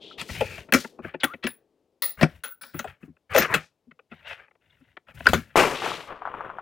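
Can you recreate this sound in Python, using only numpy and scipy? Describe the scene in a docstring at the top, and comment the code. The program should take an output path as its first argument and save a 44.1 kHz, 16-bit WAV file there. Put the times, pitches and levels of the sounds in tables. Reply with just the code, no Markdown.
"""A rifle is worked by hand at a bench under a range shelter, heard close up and louder on the left.
Steel blows drive the modes of stock and small parts; slams, jolts and pings are decaying tones.
Hands and sleeves are grainy friction noise and cloth hiss; skin squeaks are gliding tones.
Just after the bolt is locked a shot goes off nearby: an N-wave, swelling scatter and echoing slaps.
Behind it lie still air and a dull distant roar that fades."""
import sys
import numpy as np
from scipy import signal
from scipy.fft import rfft, irfft, next_fast_len
from scipy.io import wavfile
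from scipy.ndimage import uniform_filter1d

SR = 44100
rng = np.random.default_rng(int(sys.argv[2]) if len(sys.argv) > 2 else 0)


def master(y):
    """Save y as 16-bit WAV."""
    cut = np.clip(np.atleast_2d(y).T, -1, 1)
    pcm = np.round(cut * 32767)  # scale
    wavfile.write(sys.argv[1], SR, pcm.astype(np.int16))


N = 291655
TIME = np.arange(N) / SR

# Levels of sources are those ahead of the left-right balance.
# Steel on steel, from taking hold to the locked bolt:
# [t/s, clack level/dB, stock weight against clack/dB, hard edge against clack/dB, chatter t60/s]
STEEL_CONTACTS = [(0.213, -38.5, -8.5, -5, 0.025), (0.723, -20.5, -4.5, -11, 0.032),
                  (0.736, -16, -0.5, -7, 0.099), (1.233, -22, -7, -22.5, 0.055),
                  (1.241, -24.5, -11.5, -7, 0.029), (1.439, -34.5, 8.5, -13.5, 0.065),
                  (1.468, -31, -10, -13.5, 0.04), (2.021, -33.5, -23, 2.5, 0.22),
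                  (2.211, -27.5, 4.5, -10.5, 0.098), (2.229, -21, 2, -13.5, 0.053),
                  (2.436, -37, -24, -7.5, 0.16), (2.612, -50.5, -10.5, 0.5, 0.46),
                  (2.633, -46, -23, -8.5, 0.068), (2.791, -32, -8.5, -7, 0.054),
                  (3.362, -28, -16.5, -5, 0.078), (3.379, -22, -2.5, -4, 0.15),
                  (3.42, -30, -18.5, -6, 0.078), (3.54, -19, -10.5, -11, 0.087),
                  (5.256, -29.5, -7, -29, 0.04), (5.2667, -18, -17, -22, 0.024),
                  (5.287, -29, -3, -7, 0.063), (5.333, -21.5, -0.5, -9, 0.096)]
# Hollow knocks of the magazine and receiver: [t/s, level/dB]
HOLLOW_KNOCKS = [(0.407, -22), (2.224, -21.5), (2.842, -35.5), (3.347, -17.5), (3.37, -18)]
# Modes of the rifle, from stock to small steel parts: [f/Hz, width/Hz, level/dB]
BODY_MODES = [(83.5, 17, -15), (157.7, 22, -1), (225, 44, 1.5), (265, 49, 0.5), (360.8, 47, -5),
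              (418, 59, 1.5), (543, 110, 5.5), (694, 120, 2), (778, 120, -2), (894, 68, -3),
              (1026, 120, -5.5), (1391, 160, 2), (1697, 150, 0), (1938, 190, -1.5), (2340, 66, -4.5),
              (2563, 140, -2.5), (3446, 360, -11.5), (3980, 770, 2.5), (5240, 810, 3.5), (6400, 1300, -3.5),
              (7930, 1300, -1), (10920, 23000, -9), (15400, 470, -22)]
# Edges of the four registers thud, knock, clack and tick: [f/Hz]
REGISTER_EDGES = [40, 390, 1000, 3600, 17000]
# Delay with which each register answers, thud first in the list: [delay/s]
REGISTER_LAGS = [0.0033, 0.00098, .0005, 0.00019]
# Bolt slammed into a stop: [t/s, level/dB, f/Hz]
BOLT_SLAMS = [(3.363, -2, 1790), (3.4224, -6.5, 1930), (3.5404, -5.5, 1840), (5.3334, -3, 694)]
# The stock knocks against shoulder or bench, or takes a heavy blow, and jolts as a whole: [t/s, level ahead of
# filter/dB, f/Hz, t60/s]
STOCK_JOLTS = [(2.2328, -7, 161.2, 0.051), (5.336, -24.5, 84, 0.15)]
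# Fingers and palm on the stock and the scope: [t/s, thud level/dB, click level/dB]
HAND_TAPS = [(0.288, -42, -39), (0.578, -55, -43), (0.684, -50, -50), (0.842, -41.5, -37),
             (0.986, -39.5, -43.5), (1.042, -37.5, -36.5), (1.137, -37.5, -34.5), (1.335, -45, -39.5),
             (2.74, -34.5, -43), (3.023, -42.5, -55.5), (3.074, -45, -71.5), (3.166, -82, -66.5),
             (3.868, -51, -85), (3.91, -61, -53), (3.991, -85, -52.5), (4.112, -44, -44.5),
             (4.48, -85, -62), (4.51, -82, -62.5), (4.551, -87.5, -66), (4.804, -55.5, -71.5),
             (4.968, -59, -43.5), (5.084, -64, -51), (5.202, -48.5, -40)]
# Blows that leave the bolt ringing:
# [t/s, low pair level/dB, middle pair level/dB, high pair level/dB, t60 ahead of each pair's share/s]
BOLT_PINGS = [(1.235, -55.5, -22, -34, 0.083), (1.472, -67, -33.5, -37, 0.24),
              (2.021, -60, -24.5, -20, 0.31), (2.437, -34.5, -38, -32, 0.34),
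              (2.611, -42, -45.5, -43, 0.32), (2.743, -60, -48, -38, 0.28)]
# Close pairs of bolt modes that beat: [f/Hz, partner f/Hz, share of the t60]
BOLT_MODE_PAIRS = [(1470, 1346, .85), (10008, 10068, .8), (15520, 15440, 1)]
# Loose parts caught by a blow: [t/s, f/Hz, level/dB, t60/s]
LOOSE_CLINKS = [(0.112, 1330, -35.5, 0.035), (0.7242, 1500, -12, 0.018), (1.468, 2560, -7, 0.022),
                (2.0216, 1120, -23.5, 0.094), (2.212, 630, -13, 0.036), (3.378, 1830, -5.5, 0.059),
                (3.53, 1763, -10.5, 0.03), (4.702, 3500, -49, 0.032), (5.268, 1475, -3, 0.039),
                (5.27, 4830, -11.5, 0.018)]
# Skin on metal, one curve for each squeak: [t/s, f/Hz, level/dB]
SKIN_SQUEAKS = [
    [(1.202, 4150, -41.5), (1.211, 3280, -37), (1.232, 3500, -48)],
    [(1.27, 1230, -37), (1.292, 1077, -46), (1.31, 1264, -38), (1.34, 1470, -40)],
]
# Pitch jitter of each squeak; the first rasps, the second is nearly clean: [rms share of f]
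SKIN_JITTER = (0.16, 0.05)
# Hand or bolt sliding:
# [start t/s, length/s, scraping level/dB, centre f/Hz, bumping against scraping/dB]
SLIDE_STROKES = [(0.174, 0.031, -36.5, 2570, -4), (0.29, 0.13, -43, 2290, 4),
                 (0.429, 0.17, -47, 2138, -0.5), (1.018, 0.074, -46.5, 1736, -7),
                 (1.196, 0.035, -45.5, 1683, -17), (1.425, 0.015, -30.5, 2569, -18),
                 (2.172, 0.037, -37.5, 1800, 0), (2.279, 0.085, -58.5, 2260, 6),
                 (2.732, 0.09, -48.5, 1900, 1.5), (2.858, 0.046, -46, 1807, -4.5),
                 (2.998, 0.061, -64, 1710, 4), (3.294, 0.055, -33.5, 1807, -10.5),
                 (3.328, 0.12, -26.5, 1702, -30), (3.48, 0.08, -27.5, 1834, -12),
                 (4.097, 0.16, -59.5, 2150, -4.5), (4.245, 0.087, -39.5, 2202, -21),
                 (4.367, 0.054, -50, 1783, -16.5), (4.601, 0.32, -69, 2113, 1.5),
                 (5.066, 0.032, -51, 1800, -6.5), (5.137, 0.19, -52.5, 2072, 9),
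                 (5.262, 0.14, -43.5, 1632, 6.5), (5.434, 0.13, -62, 1900, 3)]
# Low bumping under the slides: [f/Hz, relative level/dB]
BUMP_SPECTRUM = [(25, -35), (65, 4.5), (150, 0.5), (550, -34.5)]
# Sleeve swishing as the arm moves: [start t/s, length/s, level/dB]
SLEEVE_SWISHES = [(0.176, 0.025, -42.5), (0.263, 0.096, -44.5), (0.393, 0.19, -52), (0.744, 0.065, -41),
                  (3.331, 0.05, -32.5), (4.261, 0.033, -55), (5.235, 0.13, -47)]
# Cloth hiss: [f/Hz, relative level/dB]
CLOTH_SPECTRUM = [(1500, -9.5), (3000, 4.5), (4500, 4.5), (15500, -11), (17000, -27.5)]
# Dry scrapes with a pitch of their own: [start t/s, length/s, level/dB, centre f/Hz, width/Hz]
PITCHED_SCRAPES = [(0.0, 0.13, -49.5, 3250, 1100), (0.313, 0.26, -45, 2430, 450),
                   (3.575, 0.072, -58.5, 3800, 4500)]
# Ground and shelter, berms, nearest trees, tree line scattering the shot; silent ahead of the shot:
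# [start t/s, rise/s, length from start/s, t60/s, roar level/dB, crackle level/dB]
SHOT_SCATTER = [(5.513, 0.0037, 0.041, 0.56, -12.5, -18), (5.802, 0.062, 0.052, 0.64, -31, -37),
                (6.07, 0.044, 0.037, 0.31, -49.5, -35.5), (6.191, 0.14, 0.24, 1, -54, -39.5)]
# Low roar of the scatter: [f/Hz, relative level/dB]
ROAR_SPECTRUM = [(30, -46), (130, -10.5), (250, -8.5), (430, -1), (2800, -11.5), (3800, -27.5), (6000, -56)]
# Crackle of the scatter: [f/Hz, relative level/dB]
CRACKLE_SPECTRUM = [(250, -9.5), (500, -0.5), (800, -6), (1100, 3), (2000, -14.5), (3400, -23.5),
                    (4400, -53)]
# Treble sizzle on the roar: [f/Hz, relative level/dB]
SIZZLE_SPECTRUM = [(2500, 1), (6000, -3), (9000, -7.5), (15300, -16.5), (16500, -37)]
# Single slaps of the echo: [t/s, peak level/dB]
ECHO_SLAPS = [(5.82, -19.5), (5.862, -15.5), (5.888, -25), (5.917, -17.5), (6.118, -36), (6.22, -23.5),
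              (6.253, -17), (6.262, -27.5), (6.274, -19.5), (6.288, -27), (6.34, -20), (6.407, -19.5),
              (6.446, -29), (6.5, -21.5), (6.585, -21)]
# Still air: [f/Hz, relative level/dB]
AIR_SPECTRUM = [(25, -23.5), (70, -6), (450, -4.5), (800, -11), (1500, -23), (3000, -22.5), (15000, -35.5)]
# Dull distant roar: [f/Hz, relative level/dB]
FAR_ROAR_SPECTRUM = [(60, -19.5), (430, 1.5), (6000, -62.5)]

HAND_DAMPS_S, HAND_T60_S = 0.11, 0.2  # the hand damps ringing parts from this age on
STROKE_RISE_S, STROKE_T60_S = 0.025, 0.16
FRICTION_HZ = 2000  # centre of the friction sound before each stroke shifts it
SHOT_S = 5.5572


def contacts():
    """Weight brings out the stock, a hard edge the small parts; hollow knocks share one colour."""
    out = np.zeros(N)
    for s, db, weight_db, edge_db, t60 in STEEL_CONTACTS:
        # the knock stays about 8 dB below the clack and varies slightly with the weight
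        balance_db = np.array([weight_db, -8 + 0.11 * weight_db, 0, edge_db])
        out += strike(s, db + balance_db, t60)
    hollow_db = np.array([-17.5, 1.5, -8.5, -23.5])  # thud, knock, clack, tick
    for s, db in HOLLOW_KNOCKS:
        out += strike(s, db + hollow_db, chatter_t60=0.074)
    return out


def strike(s, levels_db, chatter_t60, ring_on_db=-27.0, ring_on_t60=0.25, snap_db=-8.0, snap_t60=0.0012):
    """A blow snaps, chatters and drives the modes as it dies away; the heavy stock answers last."""
    out = np.zeros(N)
    t = TIME[:SR // 3]
    snap = from_db(snap_db - 60 * t / snap_t60)
    chatter = from_db(-60 * t / chatter_t60)
    ring_on = from_db(ring_on_db - 60 * t / ring_on_t60)
    registers = zip(REGISTER_LAGS, levels_db, REGISTER_EDGES, REGISTER_EDGES[1:])
    for lag, level_db, low, high in registers:
        force = grainy(len(t), rough_db=1.5, per_s=540) * (snap + chatter + ring_on)
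        add(out, s + lag, from_db(level_db) * rifle_body(force, low, high))
    return out


def rifle_body(force, low_hz, high_hz, spread_db=4.0):
    """Resonant modes of one register answer a force, with strengths scattered by spread_db."""
    body = np.zeros(len(force))
    modes = [mode for mode in BODY_MODES if low_hz <= mode[0] < high_hz]
    for k, (hz, width_hz, db) in enumerate(modes):
        strength = from_db(db + spread_db * rng.normal())
        body += (-1) ** k * strength * resonate(force, hz, width_hz)
    body = band(body, low_hz * .8, high_hz * 1.1, order=4)
    # same energy as 20 ms at rms 1
    return body * np.sqrt(SR / 50 / np.sum(body ** 2))


def slams(cycles=8.0):
    """Steel stopped dead: a tone at full strength at once, 60 dB down after a few cycles."""
    out = np.zeros(N)
    t = TIME[:SR // 20]
    for s, db, hz in BOLT_SLAMS:
        add(out, s, from_db(db - 60 * t * hz / cycles) * np.sin(2 * np.pi * hz * t))
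    return out


def jolts(partner_ratio=1.35):
    """Two low stock modes swing together and die away."""
    out = np.zeros(N)
    t = TIME[:SR // 5]
    for s, db, hz, t60 in STOCK_JOLTS:
        tones = np.sin(2 * np.pi * hz * t) + .5 * np.sin(2 * np.pi * partner_ratio * hz * t)
        swing = from_db(db - 60 * t / t60) * tones
        add(out, s, band(swing, .6 * hz, 900))
    return out


def taps(rise_s=0.013, t60=0.053, nail_db=13.5, skin_hz=3070.0):
    """A palm lands softly and lingers; the more a tap is fingernail, the crisper it is."""
    out = np.zeros(N)
    t = TIME[:SR // 5]
    for s, thud_db, click_db in HAND_TAPS:
        # share of soft flesh, which stretches both rise and decay
        flesh = np.clip(1 + (thud_db - click_db) / nail_db, .3, 1)
        envelope = np.minimum(t / (rise_s * flesh), 1) * from_db(-60 * t / (t60 * flesh))
        force = grainy(len(t), rough_db=4.0, per_s=380) * envelope
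        add(out, s, from_db(thud_db) * rifle_body(force, *REGISTER_EDGES[:2]))
        add(out, s, from_db(click_db) * rifle_body(force, REGISTER_EDGES[1], skin_hz))
    return out


def pings():
    """Blows leave paired bolt modes ringing, a thin part tinkling and loose parts clinking."""
    out = np.zeros(N)
    for s, *levels_db, t60 in BOLT_PINGS:
        for (hz, partner_hz, share), db in zip(BOLT_MODE_PAIRS, levels_db):
            add(out, s, ping(hz, partner_hz, db, t60 * share))
    # a thin metal part tinkles as the bolt runs forward
    add(out, 3.382, ping(hz=13600, partner_hz=13645, db=-17.5, t60=0.1))
    for s, hz, db, t60 in LOOSE_CLINKS:
        add(out, s, ping(hz, hz, db, t60, shimmer_width_hz=330))
    return out


def ping(hz, partner_hz, db, t60, shimmer_width_hz=110.0):
    """Thin metal decays and is damped by the hand; unlike pairs beat, the loose fit shimmers."""
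    t = TIME[:SR // 2]
    tone = np.sin(2 * np.pi * hz * t) + np.sin(2 * np.pi * (partner_hz * t + rng.random()))
    rattle = grainy(len(t), rough_db=6.0, per_s=140)
    loose = rms_one(resonate_twice(rattle, hz, shimmer_width_hz))
    damping = swell(0, 1 / SR, HAND_DAMPS_S, HAND_T60_S)[:len(t)]
    return from_db(db - 60 * t / t60) * damping * (.35 * tone + .62 * loose)


def squeak(jitter, curve):
    """Skin on metal gives a short gliding tone; the more its pitch jitters, the more it rasps."""
    hz, db = in_time(curve)
    waver = 1 + jitter * rms_one(uniform_filter1d(rng.standard_normal(N), size=20))
    contact = 1. * (TIME > curve[0][0]) * (TIME < curve[-1][0])
    touching = uniform_filter1d(contact, size=SR // 500)  # softened over 2 ms
    return touching * from_db(db) * np.sin(2 * np.pi * np.cumsum(hz * waver) / SR)


def rubbing():
    """Strokes shift the pitch of wandering stick-slip friction on the rifle; cloth adds hiss."""
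    steel = friction()
    # reading the friction sound at an uneven speed makes its pitch wander
    wander = rms_one(uniform_filter1d(rng.standard_normal(N), size=2500))
    travel = np.cumsum(1 + .06 * wander)
    bumping = from_db(-1.5) * coloured(BUMP_SPECTRUM, rough_db=3.5, per_s=72)
    slides = np.zeros(N)
    for s, length, db, hz, bump_db in SLIDE_STROKES:
        scraping = np.interp(travel * hz / FRICTION_HZ % N, np.arange(N), steel)
        stroke = swell(s, STROKE_RISE_S, length, STROKE_T60_S)
        slides += from_db(db) * stroke * (scraping + from_db(bump_db) * bumping)
    swish = sum(from_db(db) * swell(s, 0.039, length, t60=0.25) for s, length, db in SLEEVE_SWISHES)
    return slides + swish * coloured(CLOTH_SPECTRUM, rough_db=2.0, per_s=170)


def friction(knock_db=9.0, grit_db=-16.0, focus_width_hz=2700.0):
    """Uneven slips drive the upper three registers, focused by a broad resonance; rms 1."""
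    slips = grainy(N, rough_db=4.5, per_s=300)
    upper_registers = zip(REGISTER_EDGES[1:], REGISTER_EDGES[2:])
    knock, clack, grit = [rms_one(rifle_body(slips, low, high, spread_db=0)) for low, high in upper_registers]
    steel = from_db(knock_db) * knock + clack + from_db(grit_db) * band(grit, 3000, 7000)
    return rms_one(resonate_twice(steel, FRICTION_HZ, focus_width_hz))


def scrapes():
    """Coarse slips excite a single resonance."""
    slips = grainy(N, rough_db=1.5, per_s=200)
    out = np.zeros(N)
    for s, length, db, hz, width_hz in PITCHED_SCRAPES:
        stroke = swell(s, STROKE_RISE_S, length, STROKE_T60_S)
        out += from_db(db) * stroke * rms_one(resonate_twice(slips, hz, width_hz))
    return out


def shelter(x, t60=0.095, wet_db=-22.4897, first_s=0.0025, low_hz=250., high_hz=11100.0):
    """Roof and concrete floor give a short, thin reverberation: decaying noise as the response."""
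    t = TIME[:SR // 2]
    noise = band(rng.standard_normal(len(t)), low_hz, high_hz, order=1)
    response = noise * from_db(-60 * t / t60) * (t > first_s)
    response = response / np.sqrt(np.sum(response ** 2))
    return from_db(wet_db) * signal.fftconvolve(x, response)[:N]


def shot(build_s=0.016):
    """The muzzle blast, then dense scatter from ground and berms and sparser from the trees."""
    roar = sum(from_db(db) * swell(*shape) for *shape, db, _ in SHOT_SCATTER)
    crackle = sum(from_db(db) * swell(*shape) for *shape, _, db in SHOT_SCATTER)
    # the sizzle follows the roar, then dies away quickly about half a second after the shot
    sizzle = from_db(-9.5) * roar * swell(SHOT_S, 1 / SR, length_s=0.518, t60=0.11)
    # the berms return a gritty rasp of treble
    rasp = rms_one(band(grainy(N, rough_db=3.0, per_s=210), 1870.0, 3900.0))
    rasp_swell = from_db(-38.5) * swell(start_s=5.74, rise_s=0.016, length_s=0.18, t60=0.5)
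    scatter = (roar * coloured(ROAR_SPECTRUM, rough_db=3.5, per_s=130)
               + crackle * coloured(CRACKLE_SPECTRUM, rough_db=5.5, per_s=900)
               + sizzle * coloured(SIZZLE_SPECTRUM, rough_db=1.5, per_s=290)
               + rasp_swell * rasp)
    out = scatter * np.clip((TIME - SHOT_S) / build_s, 0, 1) ** .5
    blast = from_db(1) * shock(length_s=0.00092)
    add(out, SHOT_S, band(blast, 170.0, 1440.0))
    return out


def shock(length_s):
    """An N-shaped pressure wave followed by silence."""
    t = TIME[:SR // 20]
    return (2 * t / length_s - 1) * (t < length_s)


def echoes(length_s=0.0007, low_hz=696.0, high_hz=1509.0, scatter=0.67, scatter_t60=0.063):
    """Far obstacles return the blast as slaps with only the middle pitches left."""
    out = np.zeros(N)
    for s, db in ECHO_SLAPS:
        wave = shock(length_s)
        tail = rng.standard_normal(len(wave)) * from_db(-60 * TIME[:len(wave)] / scatter_t60)
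        slap = band(wave + scatter * tail, low_hz, high_hz, order=3)
        add(out, s, from_db(db) * slap / np.abs(slap).max())
    return out


def background():
    """Still air as steady noise, and a dull roar that fades in the distance."""
    air = from_db(-77.5) * coloured(AIR_SPECTRUM)
    fading = from_db(-53) * swell(0, 1 / SR, length_s=0.55, t60=3.8)
    return air + fading * coloured(FAR_ROAR_SPECTRUM, rough_db=-0.5, per_s=31)


def from_db(db):
    """Amplitude factor of a level."""
    return 10 ** (np.asarray(db) / 20)


def rms_one(x):
    """Scale a signal to rms 1."""
    return x / np.sqrt(np.mean(x ** 2) + 1e-20)


def add(track, s, sound):
    """Mix a sound into a track from time s on."""
    start = int(s * SR)
    track[start:start + len(sound)] += sound[:N - start]


def in_time(rows):
    """The columns of a curve, sample by sample."""
    s, *columns = np.transpose(rows)
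    return [np.interp(TIME, s, column) for column in columns]


def swell(start_s, rise_s, length_s, t60):
    """Rise, hold until the length since the start is over, then die away."""
    t = TIME - start_s
    return np.clip(t / rise_s, 0, 1) * from_db(-60 * np.clip((t - length_s) / t60, 0, 2))


def resonate(x, hz, width_hz):
    """Two-pole resonance with gain 1 on top."""
    r = np.exp(-np.pi * width_hz / SR)
    zeros = np.array([1, 0, -1]) * (1 - r * r) / 2
    poles = [1, -2 * r * np.cos(2 * np.pi * hz / SR), r * r]
    return signal.lfilter(zeros, poles, x)


def resonate_twice(x, hz, width_hz):
    """The same resonance twice in a row, for steeper flanks."""
    return resonate(resonate(x, hz, width_hz), hz, width_hz)


def band(x, low_hz, high_hz, order=2):
    """Keep the pitches between two edges."""
    edges = [low_hz, min(high_hz, SR / 2 - 1000)]
    return signal.sosfilt(signal.butter(order, edges, "band", fs=SR, output="sos"), x)


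def grainy(size, rough_db, per_s):
    """Noise whose strength jumps about, as surfaces catch and slip."""
    knots = rng.standard_normal(size // 20 + 2)
    grip = np.interp(np.arange(size) * per_s / SR, np.arange(len(knots)), np.clip(knots, -2, 2))
    return rng.standard_normal(size) * from_db(rough_db * grip)


def coloured(spectrum, rough_db=0, per_s=100):
    """Grainy noise with the given spectrum; rms 1."""
    hz, db = np.transpose(spectrum)
    size = next_fast_len(N)
    bins_hz = np.arange(size // 2 + 1) * SR / size
    gain = from_db(np.interp(np.log(bins_hz + 1), np.log(hz), db))
    return rms_one(irfft(rfft(grainy(N, rough_db, per_s), size) * gain, size)[:N])


def scene(treble_width=.1, left_db=6.0):
    """All is heard from one close point, louder on the left; only delayed treble spreads a little."""
    rifle = contacts() + slams() + jolts() + taps() + pings()
    rifle = rifle + sum(map(squeak, SKIN_JITTER, SKIN_SQUEAKS))
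    mid = rifle + shelter(rifle) + rubbing() + scrapes() + shot() + echoes() + background()
    side = treble_width * np.roll(band(mid, 4000., 16000., order=4), SR // 300)
    pan = from_db(np.array([[left_db], [0]]))  # left against right
    return mid * pan / pan.mean() + side * [[1], [-1]]


def record(dry):
    """The highest peaks are rounded off and the top is cut."""
    rounded = dry / (1 + dry ** 6) ** (1 / 6)
    top_cut = signal.ellip(10, .1, 90, 16300, fs=SR, output="sos")  # low-pass edge in Hz
    return signal.sosfilt(top_cut, rounded)


dry = scene()
out = record(dry)
master(out)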